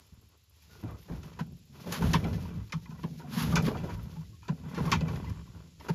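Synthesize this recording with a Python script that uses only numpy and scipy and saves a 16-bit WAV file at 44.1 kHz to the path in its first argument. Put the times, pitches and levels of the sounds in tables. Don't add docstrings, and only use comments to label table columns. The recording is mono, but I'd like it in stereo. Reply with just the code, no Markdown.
import sys
import numpy as np
from scipy import signal
from scipy.fft import rfft, irfft
from scipy.io import wavfile
from scipy.ndimage import uniform_filter1d

SR = 44100
rng = np.random.default_rng(int(sys.argv[2]) if len(sys.argv) > 2 else 0)


def wav_out(sig):
    wavfile.write(sys.argv[1], SR, np.round(np.clip(np.atleast_2d(sig).T, -1, 1) * 32767).astype(np.int16))


N = 262218
TIME = np.arange(N) / SR

# (engine starts turning [s], cord runs out [s], strength [dB])
PULLS = [(1.967, 2.12, -2), (3.398, 3.497, 0.5), (4.773, 4.928, -4)]
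def pull_level(rest_db, level, rise, delay, hold, fall, blows=(), wake_db=0, wake_fall=0):
    power = undb(rest_db) ** 2
    for start, end, strength_db in PULLS:
        power += swell(start + delay, end + hold, level + strength_db, rise, fall)
    for start, blow_db in blows:
        power += (TIME > start) * swell(start, start, blow_db + wake_db, 0, wake_fall)
    return 10 * np.log10(power)


# (pitch [Hz], width [Hz], level [dB])
HULL_NOTES = [(161.8, 25, 0), (127.7, 15.6, -6), (211.2, 34, -9), (258.3, 27.3, -10)]
# (pitch [Hz], width [Hz], level [dB])
BOOM_NOTES = [(52, 31.5, -0.5), (73, 25.8, 5), (110.8, 11.6, 5), (215.2, 44.4, -4.5), (293, 250, -14.5)]
def hull_shake(rest_db):
    blows = [(start, db) for start, db, _, _ in THUMPS]
    deep_blows = [(start, db + boom_db) for start, db, boom_db, _ in THUMPS]
    drum_db = pull_level(rest_db, level=-33, rise=92, delay=-0.04, hold=0.18, fall=55,
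                         blows=blows, wake_db=-14, wake_fall=92)
    boom_db = pull_level(rest_db, level=-35, rise=160, delay=0.08, hold=0.1341, fall=26.5,
                         blows=deep_blows, wake_db=-5.5, wake_fall=121)
    rubber_mounts = signal.butter(2, 320, fs=SR)
    push = signal.lfilter(*rubber_mounts, jolts(rate=220, scatter_db=1.5))
    push *= undb(2.2 * wander(22))
    return undb(drum_db) * unit(ring(push, HULL_NOTES)) + undb(boom_db) * unit(ring(push, BOOM_NOTES))


# (time [s], level [dB], boom against the note [dB], shove length [ms])
THUMPS = [(0.123, -52, 2.5, 8.3), (0.175, -61.5, 13.5, 15), (0.838, -34, 5, 6.1), (0.854, -43, -15, 6.7),
          (1.1, -33, 3.5, 4), (1.135, -32.5, -2, 3.8), (1.257, -39, -23, 8.7), (1.41, -25, -32, 8.8),
          (1.523, -46, -30, 48), (1.867, -34.5, -9, 11), (1.89, -31.5, -12, 11), (1.995, -29.5, -7, 15),
          (2.013, -24, -5, 17), (2.042, -17.5, -4, 4.7), (2.153, -17.5, -8, 12.3), (2.262, -22, -37, 16),
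          (2.305, -25.5, -16, 16), (2.35, -27, -5, 10), (2.738, -27.5, -10, 39), (2.894, -34, -19, 7.4),
          (2.925, -36.5, -22, 14), (3.043, -23.5, -24, 12.3), (3.327, -36, -34, 5.9),
          (3.41, -32.5, -16, 6.8), (3.497, -23, -25, 21), (3.527, -19.5, -26, 36), (3.574, -21, -28, 26),
          (3.628, -21, -33, 19), (3.659, -25.5, -12, 12), (3.834, -27, -32, 16), (4.059, -32, -31, 20),
          (4.17, -31.5, -38, 48), (4.495, -22, -43, 16), (4.664, -30, -32, 9.4), (4.775, -23, -10, 17),
          (4.806, -21, -10, 12), (4.833, -31, -4, 7.8), (4.869, -28, -16, 17), (4.923, -23, -2.5, 68),
          (4.958, -25.5, -2, 8.6), (5.013, -32, -10, 8.4), (5.024, -22.5, -29, 12.6), (5.055, -32, -18, 18),
          (5.128, -28.5, -13, 25), (5.16, -35, -24, 17), (5.224, -32, 0, 15), (5.306, -42, 7.5, 10),
          (5.489, -47, 6.5, 27), (5.903, -22, -23, 14)]
def hull_thumps():
    out, t = np.zeros((2, N)), np.arange(int(0.5 * SR)) / SR
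    tap = np.sin(np.pi * np.clip(t / 0.0025, 0, 1))
    boom = ring(tap, BOOM_NOTES)
    boom /= np.abs(boom).max()
    for start, db, boom_db, shove_ms in THUMPS:
        shove = np.sin(np.pi * np.clip(t / (shove_ms / 1000), 0, 1))
        note = ring(shove * np.sin(2 * np.pi * HULL_NOTES[0][0] * t), HULL_NOTES)
        note /= np.abs(note).max()
        add(out[0], start - 0.004, undb(db) * (note + undb(boom_db) * boom))
    return out


# (pitch [Hz], width [Hz], level [dB])
BACK_WALL_NOTES = [(247, 70, 0.5), (434, 113, 1.5), (633, 99, -1.5), (761, 210, -6)]
# (pitch [Hz], width [Hz], level [dB])
COVER_NOTES = [(891, 28, 1.5), (971.4, 39, 0.5), (1117, 115, 0), (1335, 230, -3), (1546, 297, -6.5)]
# (pitch [Hz], width [Hz], level [dB])
COVER_HIGH_NOTES = [(1770, 52, 3), (1964, 43, 5.5), (2020, 51, 5.5), (2379, 54, 4.5), (2617, 52, 3),
                    (2810, 27, 3.5), (3044, 90, 1.5), (3337, 51, 1.5), (3430, 65, 1.5), (3850, 38, -5)]
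def engine(rest_db):
    blows = [(start, db + hollow_db) for start, db, _, hollow_db, _ in CLACKS]
    churn_db = pull_level(rest_db + 2.5, level=-41.5, rise=105, delay=0.07, hold=0.22, fall=89,
                          blows=blows, wake_db=-14.5, wake_fall=150)
    rattle_db = pull_level(rest_db, level=-47.5, rise=87, delay=0.57, hold=0.3252, fall=95)
    push = jolts(rate=700, scatter_db=3.5) * undb(3.5 * wander(25) + 1.5 * wander(80))
    lone_notes = COVER_NOTES[1:] + COVER_HIGH_NOTES[2:5]
    clink = sum(ring(jolts(rate=90, scatter_db=2), [note]) for note in lone_notes)
    rattle = unit(ring(push, COVER_NOTES)) + undb(-8) * unit(ring(push, COVER_HIGH_NOTES))
    rattle += undb(-7.5) * unit(clink)
    return undb(churn_db) * unit(ring(push, BACK_WALL_NOTES)) + undb(rattle_db) * rattle


# (pitch [Hz], width [Hz], level [dB])
PAWL_NOTES = [(4120, 23, 9.5), (4500, 520, 6.5), (5130, 200, 7.5), (5860, 510, 2.5), (8080, 1140, -0.5),
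              (9800, 1600, -22)]
# (time [s], level [dB], treble [dB], hollow part [dB], rattle time [ms])
CLACKS = [(0.621, -61.5, 5.5, -11, 4), (0.824, -50, -22, 8.5, 12), (0.828, -55, -19, 14, 68),
          (0.874, -46, -32, 2.5, 93), (1.026, -60.5, 5, -10, 4.4), (1.083, -47, -20, -5, 10),
          (1.084, -41.5, -27, 6, 68), (1.122, -56, -25, 13, 72), (1.12, -61, 7, -10, 7),
          (1.231, -51, 3.5, 3, 10), (1.331, -59.5, 6.5, -10, 8), (1.388, -35.5, -25, -1, 24),
          (1.859, -40, -33, 5.5, 90), (1.923, -35, 3.5, 0.5, 5.2), (2.022, -28, -9, -1.5, 5.1),
          (2.133, -18, -2.5, -8, 24), (2.241, -37.5, -2, 7, 7.4), (2.329, -48, 3, 7, 20),
          (2.452, -45, -8, -7, 16), (2.696, -52, 0, -14, 14), (2.722, -31.5, 0, -13.5, 16),
          (2.854, -47.5, -7.5, -26, 5), (2.904, -46, -6, -0.5, 25), (3.032, -35.5, -10, 2.5, 14.7),
          (3.192, -44.5, -31, 1.5, 44), (3.521, -28, -16, -3, 4.5), (3.555, -20, -2, -15, 29.6),
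          (3.65, -44, 2, -10, 4.5), (3.663, -30, -5, 2.5, 21), (3.679, -35, -20, 12, 8.9),
          (3.74, -33, -31, -2, 27), (3.769, -45.5, 1, -3, 52), (3.836, -47, -9, 15, 17),
          (3.89, -37.5, -16, -3.5, 30), (4.42, -47.5, -7.5, -24, 86), (4.481, -32.5, -8.5, -2, 16),
          (4.745, -35, -7.5, -19, 91), (4.774, -34, -38, 7.5, 30), (4.848, -30, -26, -16, 50),
          (4.877, -38, -12, -23, 5.4), (4.916, -16.5, -4.5, -9, 25.6), (5.008, -41.5, 3, 9, 6.5),
          (5.082, -40, -2.5, -21, 20), (5.156, -47.5, 4, -11, 10), (5.24, -44.5, -8, -7, 41),
          (5.284, -52.5, -0.5, -6, 95), (5.797, -45.5, -5, -0.5, 26), (5.884, -30.5, -12.5, 4.5, 16.2)]
def clacks():
    out, t = np.zeros((2, N)), np.arange(int(0.2 * SR)) / SR
    damping = 1.8
    tail = 0.26 * np.exp(-t / 0.025)
    spots = rng.standard_normal((len(CLACKS), 2, 16))
    for (start, db, treble_db, hollow_db, rattle_ms), spot in zip(CLACKS, spots):
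        rattle_s = rattle_ms / 1000
        swell_s = 0.012 * undb(0.2 * treble_db)
        noise, roughness = rng.standard_normal((2, 2, len(t)))
        hits = noise * undb(4.3 * roughness)
        body = hits * (1 - np.exp(-t / swell_s)) * (np.exp(-(t / rattle_s) ** 2) + tail)
        crack = hits * np.clip(t / 0.000077, 0, 1) * (np.exp(-(t / (0.87 * rattle_s)) ** 1.32) + tail)
        tick = crack * (0.72 + 0.36 * np.exp(-t / 0.014))
        parts = [(body, COVER_NOTES, -3.5), (body, BACK_WALL_NOTES, hollow_db),
                 (crack, COVER_HIGH_NOTES, treble_db), (tick, PAWL_NOTES, treble_db - 1.5)]
        for push, notes, part_db in parts:
            struck = [(hz * (1 + 0.012 * detune), width * damping, note_db + 2.5 * boost)
                      for (hz, width, note_db), detune, boost in zip(notes, *spot)]
            sound = ring(push, struck)
            add(out, start, undb(db + part_db) * sound / np.abs(sound[0]).max())
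    return out


# (loudest moment [s], pitch [Hz], level [dB], rough length [ms])
CLINKS = [(0.765, 417, -55, 24), (0.795, 350, -55, 26), (0.847, 301, -34, 17.2), (0.875, 328, -50, 23),
          (0.895, 1195, -50, 34), (0.919, 1120, -52, 23), (0.948, 1256, -60, 44), (1.104, 350, -46, 17.6),
          (1.11, 910, -52, 43), (1.137, 302, -43, 18), (1.234, 1294, -53, 12), (1.396, 990, -34.5, 14),
          (1.87, 865, -47.5, 36), (1.927, 1120, -36, 19), (2.011, 440, -34, 18.4), (2.025, 906, -29.5, 12),
          (2.044, 451, -34, 23.4), (2.145, 1004, -19, 11), (2.161, 430, -37, 28), (2.243, 2310, -39.5, 12),
          (2.352, 1760, -51, 13.6), (2.458, 947, -42.5, 16), (2.559, 1230, -62, 25), (2.729, 2110, -33, 12),
          (2.861, 1990, -52, 16), (2.862, 2440, -54, 11), (2.864, 1050, -52, 11), (2.919, 1020, -53, 35),
          (2.957, 1070, -58, 32), (2.985, 1950, -62, 36), (2.992, 960, -57, 24), (3.041, 1044, -41, 11),
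          (3.048, 398, -42, 15), (3.209, 934, -49, 40), (3.228, 1490, -57, 26), (3.25, 726, -48, 32),
          (3.385, 930, -43, 20), (3.389, 1220, -56, 15), (3.567, 1010, -28, 16), (3.573, 1497, -25, 12.6),
          (3.675, 1173, -37.5, 24), (3.677, 229, -29, 17), (3.687, 200, -20.5, 12.4),
          (3.712, 1150, -39, 19), (3.744, 2360, -53, 33), (3.751, 990, -35.5, 11), (3.897, 965, -42.5, 60),
          (3.911, 2400, -55, 29), (3.979, 950, -53, 46), (3.997, 1350, -55, 24), (4.128, 1000, -60, 14),
          (4.253, 2000, -64, 16), (4.433, 1000, -49.5, 11), (4.452, 1000, -61, 17), (4.453, 2530, -62, 16),
          (4.492, 965, -38.5, 16), (4.642, 927, -55, 29), (4.748, 1130, -47, 17), (4.781, 1380, -39.5, 18),
          (4.883, 1110, -35.5, 20), (4.929, 1071, -19.5, 16), (4.936, 2550, -33, 28),
          (5.083, 2330, -44, 15), (5.09, 1120, -42, 35), (5.128, 945, -47, 14), (5.162, 1800, -58, 26),
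          (5.245, 950, -41, 10.6), (5.274, 2040, -53, 47), (5.285, 970, -44.5, 10.3), (5.301, 965, -50, 10),
          (5.479, 1060, -55, 12), (5.811, 924, -46.5, 11.7), (5.899, 500, -46, 13), (5.901, 894, -35, 23.5)]
def clinks():
    out = np.zeros((2, N))
    for (peak_time, hz, db, length_ms), offset in zip(CLINKS, rng.random((len(CLINKS), 2))):
        rise_s = 0.3 * length_ms / 1000
        t = np.arange(int(8 * rise_s * SR)) / SR
        waver = 14 * uniform_filter1d(rng.standard_normal(len(t)), size=200)
        cycles = np.cumsum(hz * (1 + 0.012 * waver)) / SR + offset[:, None]
        shape = (t / rise_s * np.exp(1 - t / rise_s)) ** 2
        add(out, peak_time - rise_s, undb(db) * shape * np.sin(2 * np.pi * cycles))
    return out


# (time [s], level [dB], fade time [ms])
SNAPS = [(1.9227, -26, 9.2), (2.1325, -38, 6), (3.5569, -31, 10), (3.6236, -39, 7.8), (3.6674, -37, 7),
         (4.8599, -41, 8), (4.9163, -35, 6), (5.2967, -47, 7.1)]
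# (frequency [Hz], level [dB])
SNAP_TONE = [(3000, -12), (5000, 4), (8000, 2.5), (12000, -2), (15700, -3)]
def pawl_snaps():
    out, t = np.zeros((2, N)), np.arange(int(0.08 * SR)) / SR
    for start, db, fade_ms in SNAPS:
        noise, roughness = rng.standard_normal((2, 2, len(t)))
        crackle = noise * undb(2.5 * roughness)
        add(out, start, undb(db - 3.5) * crackle * np.exp(-t / (fade_ms / 1000)))
    return colour(out, SNAP_TONE)


# (start [s], length [s], level above 9.5 kHz [dB])
CORD_RUNS = [(1.932, 0.015, -48), (1.954, 0.011, -48), (2.026, 0.1, -53.5), (2.406, 0.022, -65),
             (3.338, 0.045, -51), (3.392, 0.036, -44), (3.455, 0.075, -51.5), (3.655, 0.0063, -50.5),
             (4.825, 0.044, -60.5), (4.916, 0.0082, -51.5), (5.124, 0.015, -65.5), (5.29, 0.01, -72)]
# (frequency [Hz], level [dB])
CORD_TONE = [(300, -28), (1000, -3), (2000, -9.5), (3300, -10), (6000, -15.5), (8500, -14.5),
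             (11000, -17.5), (14000, -19), (15700, -22.5)]
def cord_hiss():
    power = sum(swell(start, start + length, db, rise=377, fall=301) for start, length, db in CORD_RUNS)
    return np.sqrt(power) * rubbing(CORD_TONE, flutter_db=1.1)


# (time [s], hull level [dB], engine level [dB], cloth above 9.5 kHz [dB])
ROCKING = [(0, -72, -74.5, -74.5), (0.5, -89, -83.5, -78.5), (0.62, -73.5, -82, -73),
           (0.74, -59.5, -67.5, -65.5), (0.88, -50, -58, -74), (1.04, -56.5, -80, -68.5),
           (1.32, -53, -62.5, -70.5), (1.5, -45.5, -78, -77.5), (1.69, -60, -92, -77.5),
           (1.751, -68, -63.5, -66.5), (1.85, -64, -59.5, -62), (2.3, -33.5, -50.5, -62),
           (2.6, -46, -89, -71.5), (2.75, -64, -94, -68), (2.998, -49.5, -61.5, -70.5),
           (3.15, -59, -101, -64.5), (3.28, -60, -61, -73.5), (3.95, -43.5, -64.5, -65),
           (4.2, -55.5, -67.5, -71), (4.3, -67, -92, -70.5), (4.45, -57.5, -94, -74),
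           (4.62, -47, -63.5, -72.5), (4.72, -54, -51, -66.5), (5.2, -46, -54.5, -67.5),
           (5.38, -50, -76, -76.5), (5.6, -48.5, -66, -74), (5.76, -59, -81.5, -79.5),
           (5.85, -53, -57.5, -64)]
def rocking_levels():
    times, *columns = np.transpose(ROCKING)
    return [np.interp(TIME, times, column) for column in columns]


# (frequency [Hz], level [dB])
CLOTH_TONE = [(300, -22), (1000, -17), (1600, -16.5), (2800, -13), (6000, -13.5), (8500, -19.5),
              (11000, -19), (14000, -18.5), (15700, -21.5)]
def sleeve_rustle(level_db):
    return undb(level_db) * rubbing(CLOTH_TONE, flutter_db=2.5)


# (time [s], length [s], first pitch [Hz], last pitch [Hz], level [dB])
DRIPS = [(0.698, 0.14, 1420, 1457, -62), (4.159, 0.038, 840, 884, -54), (4.205, 0.043, 850, 1230, -60),
         (4.326, 0.053, 1090, 1080, -65.5)]
def drips_and_squeaks():
    out = np.zeros((2, N))
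    for start, length, first_hz, last_hz, db in DRIPS:
        progress = np.arange(int(length * SR)) / (length * SR)
        hoarse = 12 * uniform_filter1d(rng.standard_normal(len(progress)), size=150)
        hz = (first_hz + (last_hz - first_hz) * progress) * (1 + 0.03 * hoarse)
        shape = undb(db + 1.1 * hoarse) * np.sin(np.pi * np.sqrt(progress))
        add(out[0], start, shape * np.sin(2 * np.pi * np.cumsum(hz) / SR))
    return out


# (time [s], level [dB])
TICKS = [(0.065, -58), (0.1411, -59), (0.2124, -58), (0.2872, -58), (0.3745, -62), (0.4369, -59),
         (0.4958, -57), (0.5616, -62), (0.624, -57), (0.8101, -52), (0.8355, -56), (0.9088, -54),
         (1.0101, -53), (1.0296, -52), (1.1977, -58), (1.4651, -59), (1.5204, -57), (1.5683, -59),
         (1.5873, -58), (1.6536, -57), (1.7529, -67), (3.9749, -55), (4.0292, -52), (4.4408, -65),
         (4.6463, -73), (5.5682, -67)]
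def high_ticks():
    out, t = np.zeros((2, N)), np.arange(int(0.04 * SR)) / SR
    shape = (1 - np.exp(-t / 0.00088)) * np.exp(-t / 0.0067)
    for (start, db), hz in zip(TICKS, rng.uniform(11600, 13800, len(TICKS))):
        band = [(hz, 6200, 0)]
        noise = rng.standard_normal((2, len(t)))
        add(out, start, undb(db - 4) * shape * unit(ring(ring(noise, band), band)))
    return out


# (frequency [Hz], level [dB])
LAKE_TONE = [(20, -55.5), (40, -23.5), (70, 8.5), (150, -8), (300, -31.5), (800, -38.5), (1500, -38.5),
             (2200, -29), (2700, -24.5), (5500, -25), (6200, -27.5), (7600, -17.5), (8500, -33),
             (10000, -30.5), (14000, -44.5), (15700, -51)]
# (time [s], change [dB])
LAKE_DRIFT = [(0.05, 1), (0.45, -1.5), (0.75, 1), (1.65, 0.5), (3.05, 0.5), (4.35, 2), (5.1, 5), (5.9, 3)]
def lake():
    drift_db = np.interp(TIME, *np.transpose(LAKE_DRIFT)) + 1.2 * wander(9)
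    return undb(-62 + drift_db) * unit(colour(rng.standard_normal((2, N)), LAKE_TONE))


def undb(db):
    return 10 ** (np.asarray(db) / 20)


def unit(x):
    return x / np.sqrt(np.mean(x ** 2))


def along(table):
    hz, value = np.transpose(table)
    return np.interp(np.log(np.fft.rfftfreq(N, 1 / SR) + 1), np.log(hz + 1), value)


def colour(x, tone):
    return irfft(rfft(x) * undb(along(tone)), N)


def ring(push, notes):
    return sum((-1) ** k * undb(db) * signal.lfilter(*signal.iirpeak(hz, hz / width, SR), push)
               for k, (hz, width, db) in enumerate(notes))


def add(out, start, sound):
    i = int(start * SR)
    out[..., i:i + sound.shape[-1]] += sound[..., :N - i]


def wander(rate):
    step = int(SR / rate)
    return uniform_filter1d(np.repeat(rng.standard_normal(N // step + 1), step), step)[:N]


def jolts(rate, scatter_db):
    chance, direction, strength = rng.random((3, 2, N))
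    size = np.minimum(-np.log(1 - strength), 4)
    return (chance < rate / SR) * np.sign(direction - 0.5) * undb(scatter_db * size)


def swell(start, end, db, rise, fall):
    early, late = np.maximum(start - TIME, 0), np.maximum(TIME - end, 0)
    return undb(db - rise * early - fall * late) ** 2


def rubbing(tone, flutter_db):
    noise = rng.standard_normal((2, N))
    rub = colour(noise * undb(flutter_db * wander(45) + 1.5 * wander(300)), tone)
    top = signal.sosfilt(signal.butter(4, 9500, "high", fs=SR, output="sos"), rub)
    return rub / np.sqrt(np.mean(top ** 2))


# (frequency [Hz], level [dB])
SCATTER_TONE = [(60, -26), (150, -16.5), (260, -5.5), (550, -4.5), (1000, -4), (5000, -4), (8000, -22),
                (15000, -28)]
def scene():
    hull_db, engine_db, cloth_db = rocking_levels()
    mix = hull_shake(hull_db) + hull_thumps() + engine(engine_db)
    mix += cord_hiss() + sleeve_rustle(cloth_db) + lake()
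    mix += clacks() + clinks() + pawl_snaps() + drips_and_squeaks() + high_ticks()
    direct, scattered = mix[0], colour(mix[1], SCATTER_TONE)
    return np.array([direct + scattered, direct - scattered])


# (frequency [Hz], left minus right [rad])
STEREO_PHASE = [(0, 0), (350, 0), (700, -.45), (1300, 0), (2000, -.2), (2800, .8), (5100, .8), (5700, -1.3),
                (6600, -1), (8000, -3), (9100, -3.3), (10700, -6.1), (13000, -6.4), (14800, -9.3),
                (16000, -9.5)]
# (frequency [Hz], left minus right [dB])
STEREO_BALANCE = [(100, .5), (400, 0.5), (560, 0), (800, -3), (1050, -1.8), (1400, -1), (2100, 1),
                  (4500, 5.5), (5600, 4), (8000, 0), (15000, 0)]
def record(dry):
    left = np.exp(0.5j * along(STEREO_PHASE)) * undb(along(STEREO_BALANCE) / 2)
    heard = irfft(rfft(dry) * np.array([left, 1 / left]), N)
    heard = signal.sosfilt(signal.butter(2, 42, "high", fs=SR, output="sos"), heard)
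    return signal.sosfilt(signal.ellip(8, 0.2, 70, 15750, fs=SR, output="sos"), heard)


dry = scene()
out = record(dry)
wav_out(out)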